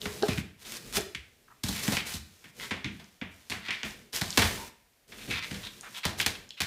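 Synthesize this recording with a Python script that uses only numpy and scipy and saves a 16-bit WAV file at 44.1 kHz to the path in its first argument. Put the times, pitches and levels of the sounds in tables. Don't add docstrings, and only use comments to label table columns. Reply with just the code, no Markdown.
import sys
import numpy as np
from scipy import signal
from scipy.fft import rfft, irfft, next_fast_len
from scipy.io import wavfile

SR = 44100
rng = np.random.default_rng(int(sys.argv[2]) if len(sys.argv) > 2 else 0)


def bounce(signal):
    frames = np.transpose(np.atleast_2d(signal))
    limited = np.clip(frames, -1, 1)
    pcm = np.round(limited * 32767).astype(np.int16)
    wavfile.write(sys.argv[1], SR, pcm)


N = 293706
TIME_S = np.arange(N) / SR
AGE_S = np.arange(int(.55 * SR)) / SR

# frequency in Hz, gain in dB.
ROOM_TONE_SPECTRUM = [(15, -52.5), (25, 5), (60, 2.5), (185, -4.5), (256, -4.5), (734, -4.5), (1040, -11),
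                      (2280, -6.5), (2610, -9.5), (9070, -14), (14400, -14), (16000, -20)]
WALL_SPECTRUM = [(30, -6), (80, 1), (250, 2), (1000, 0), (2300, 1), (4000, -1), (8000, -3), (15000, -5)]
HISS_SPECTRUM = [(150, -10), (400, -4), (900, -0.5), (1800, 3.5), (3500, 4), (6000, 3), (9000, 0),
                 (13000, -3), (16000, -7.5)]
RUMBLE_SPECTRUM = [(20, -36), (45, 11), (80, -11.5), (130, 5), (200, 2.5), (300, -3.5), (410, 0), (600, -8),
                   (1500, -34.5)]
SKID_SPECTRUM = [(300, -35), (900, -11.5), (1500, -8.5), (2300, -8), (3600, -3.5), (7000, -21),
                 (16000, -31)]
CRACK_SPECTRUM = [(700, -20.5), (2000, -22), (4000, 8), (6000, 3), (9000, 0), (13000, -3), (16000, -8)]
# frequency in Hz, width in Hz, gain in dB.
KITCHEN_MODES = [(86.5, 20, -19), (213.8, 4.7, -4), (381, 6.7, -8.5), (990, 4.4, -7), (1816, 25, -5),
                 (2065, 11, -25), (2380, 14, -4), (3634, 32, -27)]
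CLAW_MODES = [(910, 240, -17), (1547, 376, -5.5), (2146, 470, 6), (2700, 3540, -1.5)]
TIP_MODES = [(3650, 810, 26), (5100, 4900, -10)]
SLAP_MODES = [(377, 130, -1), (684, 101, 2), (852, 324, 0.5), (1280, 1900, -7.5)]
PAD_MODES = [(163.6, 77, 3.5), (204, 71, 5), (311.4, 78, -7)]
FLOOR_MODES = [(51.7, 48, -4.5), (84, 29.3, 2.5)]
# frequency in Hz, gain in dB, T60 in seconds.
KNOCK_PARTIALS = [(432.6, -6.5, 0.089), (393, -6, 0.031), (705, -13, 0.074), (812, -9, 0.039),
                  (1380, -9.5, 0.016), (1650, -11, 0.025)]
# start and end in seconds, centre and width in Hz, level in dB.
FAINT_SOUNDS = [(0.0, 0.229, 413, 30, -48.5), (1.48, 1.489, 1230, 690, -55.5),
                (1.498, 1.533, 1160, 700, -56), (4.558, 4.668, 944, 151, -48.5),
                (5.822, 5.896, 1160, 1550, -47)]
# start and length in seconds, hiss gain, rumble gain and swell in dB.
MAT_RUBS = [(0.0, 0.31, -51, -43, -5.5), (0.247, 0.15, -53, -57, 12.5), (0.591, 0.037, -60, -63, 15),
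            (0.658, 0.11, -47.5, -46.5, 6), (0.793, 0.12, -55.5, -46, 6), (0.94, 0.029, -34.5, -38.5, 12),
            (1.012, 0.029, -62, -63, -10), (1.177, 0.44, -74.5, -64.5, 1), (1.65, 0.053, -45, -43, 1),
            (1.725, 0.078, -42.5, -48.5, 0), (1.828, 0.13, -39.5, -38, -1.5), (1.974, .04, -50, -52, -6),
            (2.069, .1, -44.5, -51, -4.5), (2.19, 0.31, -66, -65, 5), (2.541, 0.056, -60, -53, 16),
            (2.623, 0.078, -52, -48, -8), (2.925, 0.31, -70, -72, -8), (3.232, 0.052, -79, -53, 5),
            (3.317, 0.25, -65.5, -66, 1), (3.856, 0.077, -53, -47.5, -9), (3.96, 0.14, -67.5, -54, -12),
            (4.143, 0.041, -37, -41, 0), (4.21, 0.16, -50, -59.5, 7), (4.444, 0.24, -46, -40.5, -17),
            (5.092, 0.171, -56.5, -47.5, 9), (5.292, 0.075, -55, -39, -15), (5.453, 0.22, -53.5, -46, -0.5),
            (5.696, 0.23, -59, -53.5, 0), (5.943, 0.041, -52, -59, 8), (6.191, 0.031, -42.5, -39.5, -0.5),
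            (6.29, 0.24, -70, -52, -20)]
# start and length in seconds, gain in dB, rasp pitch in Hz.
TILE_SKIDS = [(0.292, 0.045, -36.5, 2540), (0.649, 0.023, -46, 3300), (1.75, 0.063, -39.5, 2250),
              (1.922, 0.047, -34.5, 2680), (1.991, 0.02, -37.5, 2060), (2.45, 0.011, -56, 1900),
              (2.599, 0.059, -39, 2040), (3.625, 0.018, -46.5, 2170), (3.652, 0.04, -41, 1975),
              (3.727, .03, -42.5, 2330), (3.776, 0.04, -46, 2220), (5.188, 0.047, -44.5, 2400),
              (5.302, 0.093, -33, 2520), (5.421, 0.027, -34.5, 2210), (5.637, 0.043, -40, 3720),
              (5.949, 0.037, -38, 3250), (6.038, 0.009, -30.5, 2300), (6.211, 0.016, -29.5, 3200),
              (6.352, 0.0065, -37.5, 2760), (6.576, 0.02, -44.5, 2860)]
# start in seconds, gain in dB, pitch as a ratio to KNOCK_PARTIALS.
HOLLOW_KNOCKS = [(0.222, -20.5, 0.86), (0.231, -10.5, 0.96), (0.972, -22.5, 0.9), (0.982, -22.5, 0.96),
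                 (1, -26, 0.84), (2.714, -25.5, .6), (3.221, -32.5, 0.62), (4.379, -16.5, .62)]
# start in seconds, relative peak in dB, pitch in Hz.
CLAW_TICKS = [(0.0157, -32, 3640), (0.2242, -28, 4100), (0.768, -40, 4500), (1.008, -35, 6300),
              (1.9681, -24.5, 2900), (2.8442, -28.5, 2870), (3.0427, -49, 5200), (3.706, -27, 2470),
              (3.8312, -28, 3180), (3.908, -43, 3950), (4.1292, -34, 4370), (4.1619, -25.5, 5400),
              (4.2777, -41, 4010), (4.3044, -28, 5600), (4.327, -31.5, 4130), (4.9337, -64, 3500),
              (5.4375, -36, 4790), (5.8092, -37.5, 7100), (6.4905, -44, 5460), (6.5056, -36, 3800)]
# time in seconds, distance in metres.
DOG_PATH = [(0.0, 1.2), (0.97, 0.8), (1.63, 1.66), (2.0, 1.44), (2.7, 2.9), (3.6, 2.9), (4.4, 1.87),
            (5.4, 2.6), (6.2, 0.86), (6.6, 1.4)]
# start in seconds, claw, crack, slap and pad levels in dB.
FOOTFALLS = [(0.056, -36.5, -48, -40.5, -37), (0.284, -39.5, -41.5, -37.5, -28),
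             (0.3764, -36, -51, -55, -30.5), (0.970, -39, -38.5, -44, -39.5),
             (1.1487, -36, -48.5, -80, -49.5), (1.6356, -42, -35, -48, -33), (1.686, -49, -35, -42, -32),
             (1.8795, -36, -73, -39, -25.5), (1.9227, -50, -35, -36, -37), (1.9693, -30, -40.5, -44, -47),
             (2.139, -69, -39, -58, -41), (2.4416, -51, -74, -63, -59.5), (2.709, -32, -47.5, -40.5, -41.5),
             (2.8441, -36.5, -52, -52.5, -37), (2.997, -54, -59, -57.5, -64),
             (3.2141, -38, -77, -49.5, -41), (3.4989, -42, -39, -50, -47), (3.517, -34, -61, -44, -47),
             (3.6846, -33.5, -53.5, -46, -50.5), (3.707, -33.5, -48, -56, -71),
             (3.8321, -36.5, -54, -47, -46), (4.213, -34.5, -34, -38, -33.5), (4.3744, -24, -24, -26, -31),
             (4.393, -29, -34, -37.5, -43.5), (4.4208, -26, -32.5, -31.5, -38.5),
             (5.1207, -48.5, -57, -56.5, -62), (5.277, -50, -59, -66, -49), (5.309, -35, -43, -55, -43),
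             (5.511, -41.5, -48.5, -50.5, -39), (5.544, -46, -48, -55, -43.5),
             (6.053, -32.5, -32.5, -34, -33.5), (6.2001, -27, -40, -48, -46), (6.211, -42, -36, -67, -56),
             (6.2624, -28, -28.5, -36.5, -39.5), (6.6043, -31.5, -34, -40.5, -44),
             (6.6169, -32, -36, -58, -44)]


def from_db(db):
    return 10 ** (np.asarray(db) / 20)


def unit_rms(x):
    return x / np.sqrt(np.mean(x ** 2) + 1e-20)


def unit_energy(x):
    return x / np.sqrt(np.sum(x ** 2) + 1e-20)


def at_level(x, db):
    return from_db(db) * x / np.sqrt(np.mean(x[:SR // 50] ** 2) + 1e-20)


def add(track, start_s, sound):
    start = max(round(start_s * SR), 0)
    track[start:start + len(sound)] += sound[:N - start]


def decay(t60_s):
    return np.exp(-np.log(1000) * AGE_S / t60_s)


def cut(x, hz, kind):
    return signal.sosfilt(signal.butter(2, min(hz, .45 * SR), kind, fs=SR, output="sos"), x + 1e-18)


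def coloured(x, spectrum):
    size = 2 * next_fast_len(len(x) // 2 + 2048)
    hz, db = np.transpose(spectrum)
    bins_hz = np.arange(size // 2 + 1) * SR / size
    gain = from_db(np.interp(np.log(bins_hz + 1), np.log(hz), db))
    cepstrum = irfft(np.log(gain))[:size // 2]
    cepstrum[1:] *= 2
    return irfft(rfft(x, size) * np.exp(rfft(cepstrum, size)))[:len(x)]


def resonate(x, modes):
    out = 0
    for k, (hz, width_hz, db) in enumerate(modes):
        radius = np.exp(-np.pi * width_hz / SR)
        poles = [1, -2 * radius * np.cos(2 * np.pi * hz / SR), radius ** 2]
        ring = (1 - radius ** 2) / 2 * signal.lfilter([1, 0, -1], poles, x + 1e-18)
        out = out + (-1) ** k * from_db(db) * ring
    return out


def grains(size, per_s, spread_db):
    strength = from_db(spread_db * np.minimum(rng.exponential(1, size), 4))
    hits = rng.random(size) < per_s / SR
    return unit_rms(hits * strength * rng.standard_normal(size))


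def stroke(length_s, swell_db, edge_s):
    t_s = np.arange(-edge_s, length_s + edge_s, 1 / SR)
    edges = np.clip(1 + np.minimum(t_s, length_s - t_s) / edge_s, 0, 1)
    return edges * from_db(swell_db * (np.clip(t_s / length_s, 0, 1) - .5))


def room_tone(level_db=-67.5):
    return from_db(level_db) * unit_rms(coloured(rng.standard_normal(N), ROOM_TONE_SPECTRUM))


def echoes(early_db=-0.5, rise_s=0.0017, split_hz=3300):
    early = unit_energy(grains(len(AGE_S), per_s=3500, spread_db=3.0) * decay(t60_s=0.22))
    low, high = rng.standard_normal((2, len(AGE_S)))
    tail = cut(low, split_hz, "low") * decay(0.49) + cut(high, split_hz, "high") * decay(0.44)
    onset = 1 - np.exp(-(AGE_S / rise_s) ** 2)
    room = (from_db(early_db) * early + unit_energy(tail)) * onset
    ringing = sum(resonate(room, [mode]) for mode in KITCHEN_MODES)
    return unit_energy(coloured(room + ringing, WALL_SPECTRUM))


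def in_kitchen(x, room_db):
    return x + from_db(room_db) * signal.fftconvolve(x, echoes())[:len(x)]


def faint_sounds():
    out = np.zeros(N)
    for start_s, end_s, hz, width_hz, db in FAINT_SOUNDS:
        mode = [(hz, width_hz, 0)]
        size = int((end_s - start_s) * SR)
        band = resonate(resonate(rng.standard_normal(len(AGE_S)), mode), mode)[-size:]
        add(out, start_s, from_db(db) * unit_rms(band) * signal.windows.tukey(size))
    return in_kitchen(out, room_db=-8.5)


def mat_rubbing(edge_s=0.02, fold_s=.008, fold_db=-0.5):
    hiss_gain, rumble_gain = np.zeros((2, N))
    for start_s, length_s, hiss_db, rumble_db, swell_db in MAT_RUBS:
        gain = stroke(length_s, swell_db, edge_s)
        add(hiss_gain, start_s - edge_s, from_db(hiss_db) * gain)
        add(rumble_gain, start_s - edge_s, from_db(rumble_db) * gain)
    folds = np.interp(TIME_S / fold_s, np.arange(N), rng.standard_normal(N))
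    fibres = grains(N, per_s=14000, spread_db=2.5) * from_db(fold_db * folds)
    snags = from_db(-10) * grains(N, per_s=70, spread_db=2.0)
    hiss = from_db(3.5) * unit_rms(coloured(fibres + snags, HISS_SPECTRUM))
    rumble = from_db(-6.5) * unit_rms(coloured(rng.standard_normal(N), RUMBLE_SPECTRUM))
    return in_kitchen(hiss * hiss_gain + rumble * rumble_gain, room_db=-7.5)


def tile_skids(scrape_db=-5.5, rasp_db=-7.5, rasp_width_hz=400, edge_s=.007):
    out = np.zeros(N)
    for start_s, length_s, db, hz in TILE_SKIDS:
        chatter = grains(len(AGE_S), per_s=2400, spread_db=1.5)
        rasp = unit_rms(resonate(chatter, [(hz, rasp_width_hz, 0)]))
        rasp = cut(cut(rasp, 4870, "low"), 920, "high")
        scrape = unit_rms(coloured(chatter, SKID_SPECTRUM))
        skid = from_db(scrape_db) * scrape + from_db(rasp_db) * rasp
        pressure = from_db(db) * stroke(length_s, swell_db=0.5, edge_s=edge_s)
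        add(out, start_s - edge_s, pressure * skid[:len(pressure)])
    return in_kitchen(out, room_db=-7.0)


def hollow_knocks(rise_s=0.0014):
    out = np.zeros(N)
    onset = 1 - np.exp(-AGE_S / rise_s)
    for start_s, gain_db, pitch_ratio in HOLLOW_KNOCKS:
        ring = sum(from_db(db) * np.sin(2 * np.pi * hz * pitch_ratio * AGE_S) * decay(t60_s)
                   for hz, db, t60_s in KNOCK_PARTIALS)
        add(out, start_s, from_db(gain_db) * ring * onset)
    return in_kitchen(out, room_db=-8.5)


def claw_ticks(width_hz=2400, gain_db=8.0, delay_s=.0008):
    out = np.zeros(N)
    for start_s, db, hz in CLAW_TICKS:
        touch = rng.standard_normal(len(AGE_S)) * decay(t60_s=0.0072)
        ring = resonate(touch, [(hz, width_hz, 0)])
        tick = cut(cut(ring, 0.59 * hz, "high"), 1.35 * hz, "low")
        add(out, start_s + delay_s, from_db(db + gain_db) * tick / np.abs(tick).max())
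    return in_kitchen(out, room_db=-5.5)


def touchdown(scuff_db, toe_db=-3, toe_gap_s=.0016, scuff_rise_s=.004):
    settling = decay(t60_s=0.19) * (1 - np.exp(-AGE_S / scuff_rise_s))
    force = from_db(scuff_db) * unit_energy(grains(len(AGE_S), per_s=2500, spread_db=-8.0) * settling)
    toes_s = np.cumsum(rng.uniform(.4, 1.6, size=3)) * toe_gap_s
    toe_gains = from_db(rng.normal(0, 2.5, size=3)) * rng.choice([-1, 1], size=3)
    force[0] += 1
    force[(toes_s * SR).astype(int)] += from_db(toe_db) * toe_gains
    return unit_energy(force)


def crack(contact, crack_db, soft_hz=5500, hard_hz=17000):
    top_hz = np.interp(crack_db, [-58, -36], [soft_hz, hard_hz])
    return cut(coloured(contact, CRACK_SPECTRUM), top_hz, "low")


def footfalls(room_radius_m=1.63):
    out = np.zeros(N)
    for start_s, claw_db, crack_db, slap_db, pad_db in FOOTFALLS:
        force = touchdown(scuff_db=-4 + 0.18 * (crack_db - claw_db))
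        distance_m = np.interp(start_s, *np.transpose(DOG_PATH))
        room = distance_m / room_radius_m * echoes()
        contact = force + room
        bright = force + from_db(-1) * room
        claw_ring = resonate(force + from_db(-3.5) * room, CLAW_MODES)
        claw = cut(cut(claw_ring, 3610, "low"), 770, "high")
        tips = cut(cut(resonate(bright, TIP_MODES), 5000, "low"), 2140, "high")
        slap = cut(resonate(contact, SLAP_MODES), 1890, "low")
        pad = cut(resonate(force + from_db(-5) * room, PAD_MODES), 447, "low")
        boom = cut(resonate(contact, FLOOR_MODES), 150, "low")
        boom_db = pad_db - 5 + 0.25 * (crack_db - pad_db)
        parts = [(claw, claw_db), (tips, claw_db - 11.5), (crack(bright, crack_db), crack_db),
                 (slap, slap_db), (pad, pad_db), (boom, boom_db)]
        add(out, start_s, sum(at_level(part, db) for part, db in parts))
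    return out


def scene():
    background = room_tone()
    blows = footfalls() + claw_ticks() + hollow_knocks()
    friction = mat_rubbing() + tile_skids()
    return (background + faint_sounds() + friction + blows)[None]


def record(dry):
    thinned = cut(dry, hz=33.3, kind="high")
    top_hz = 15500
    return signal.sosfilt(signal.ellip(10, .3, 75, top_hz, fs=SR, output="sos"), thinned)


dry = scene()
out = record(dry)
bounce(out)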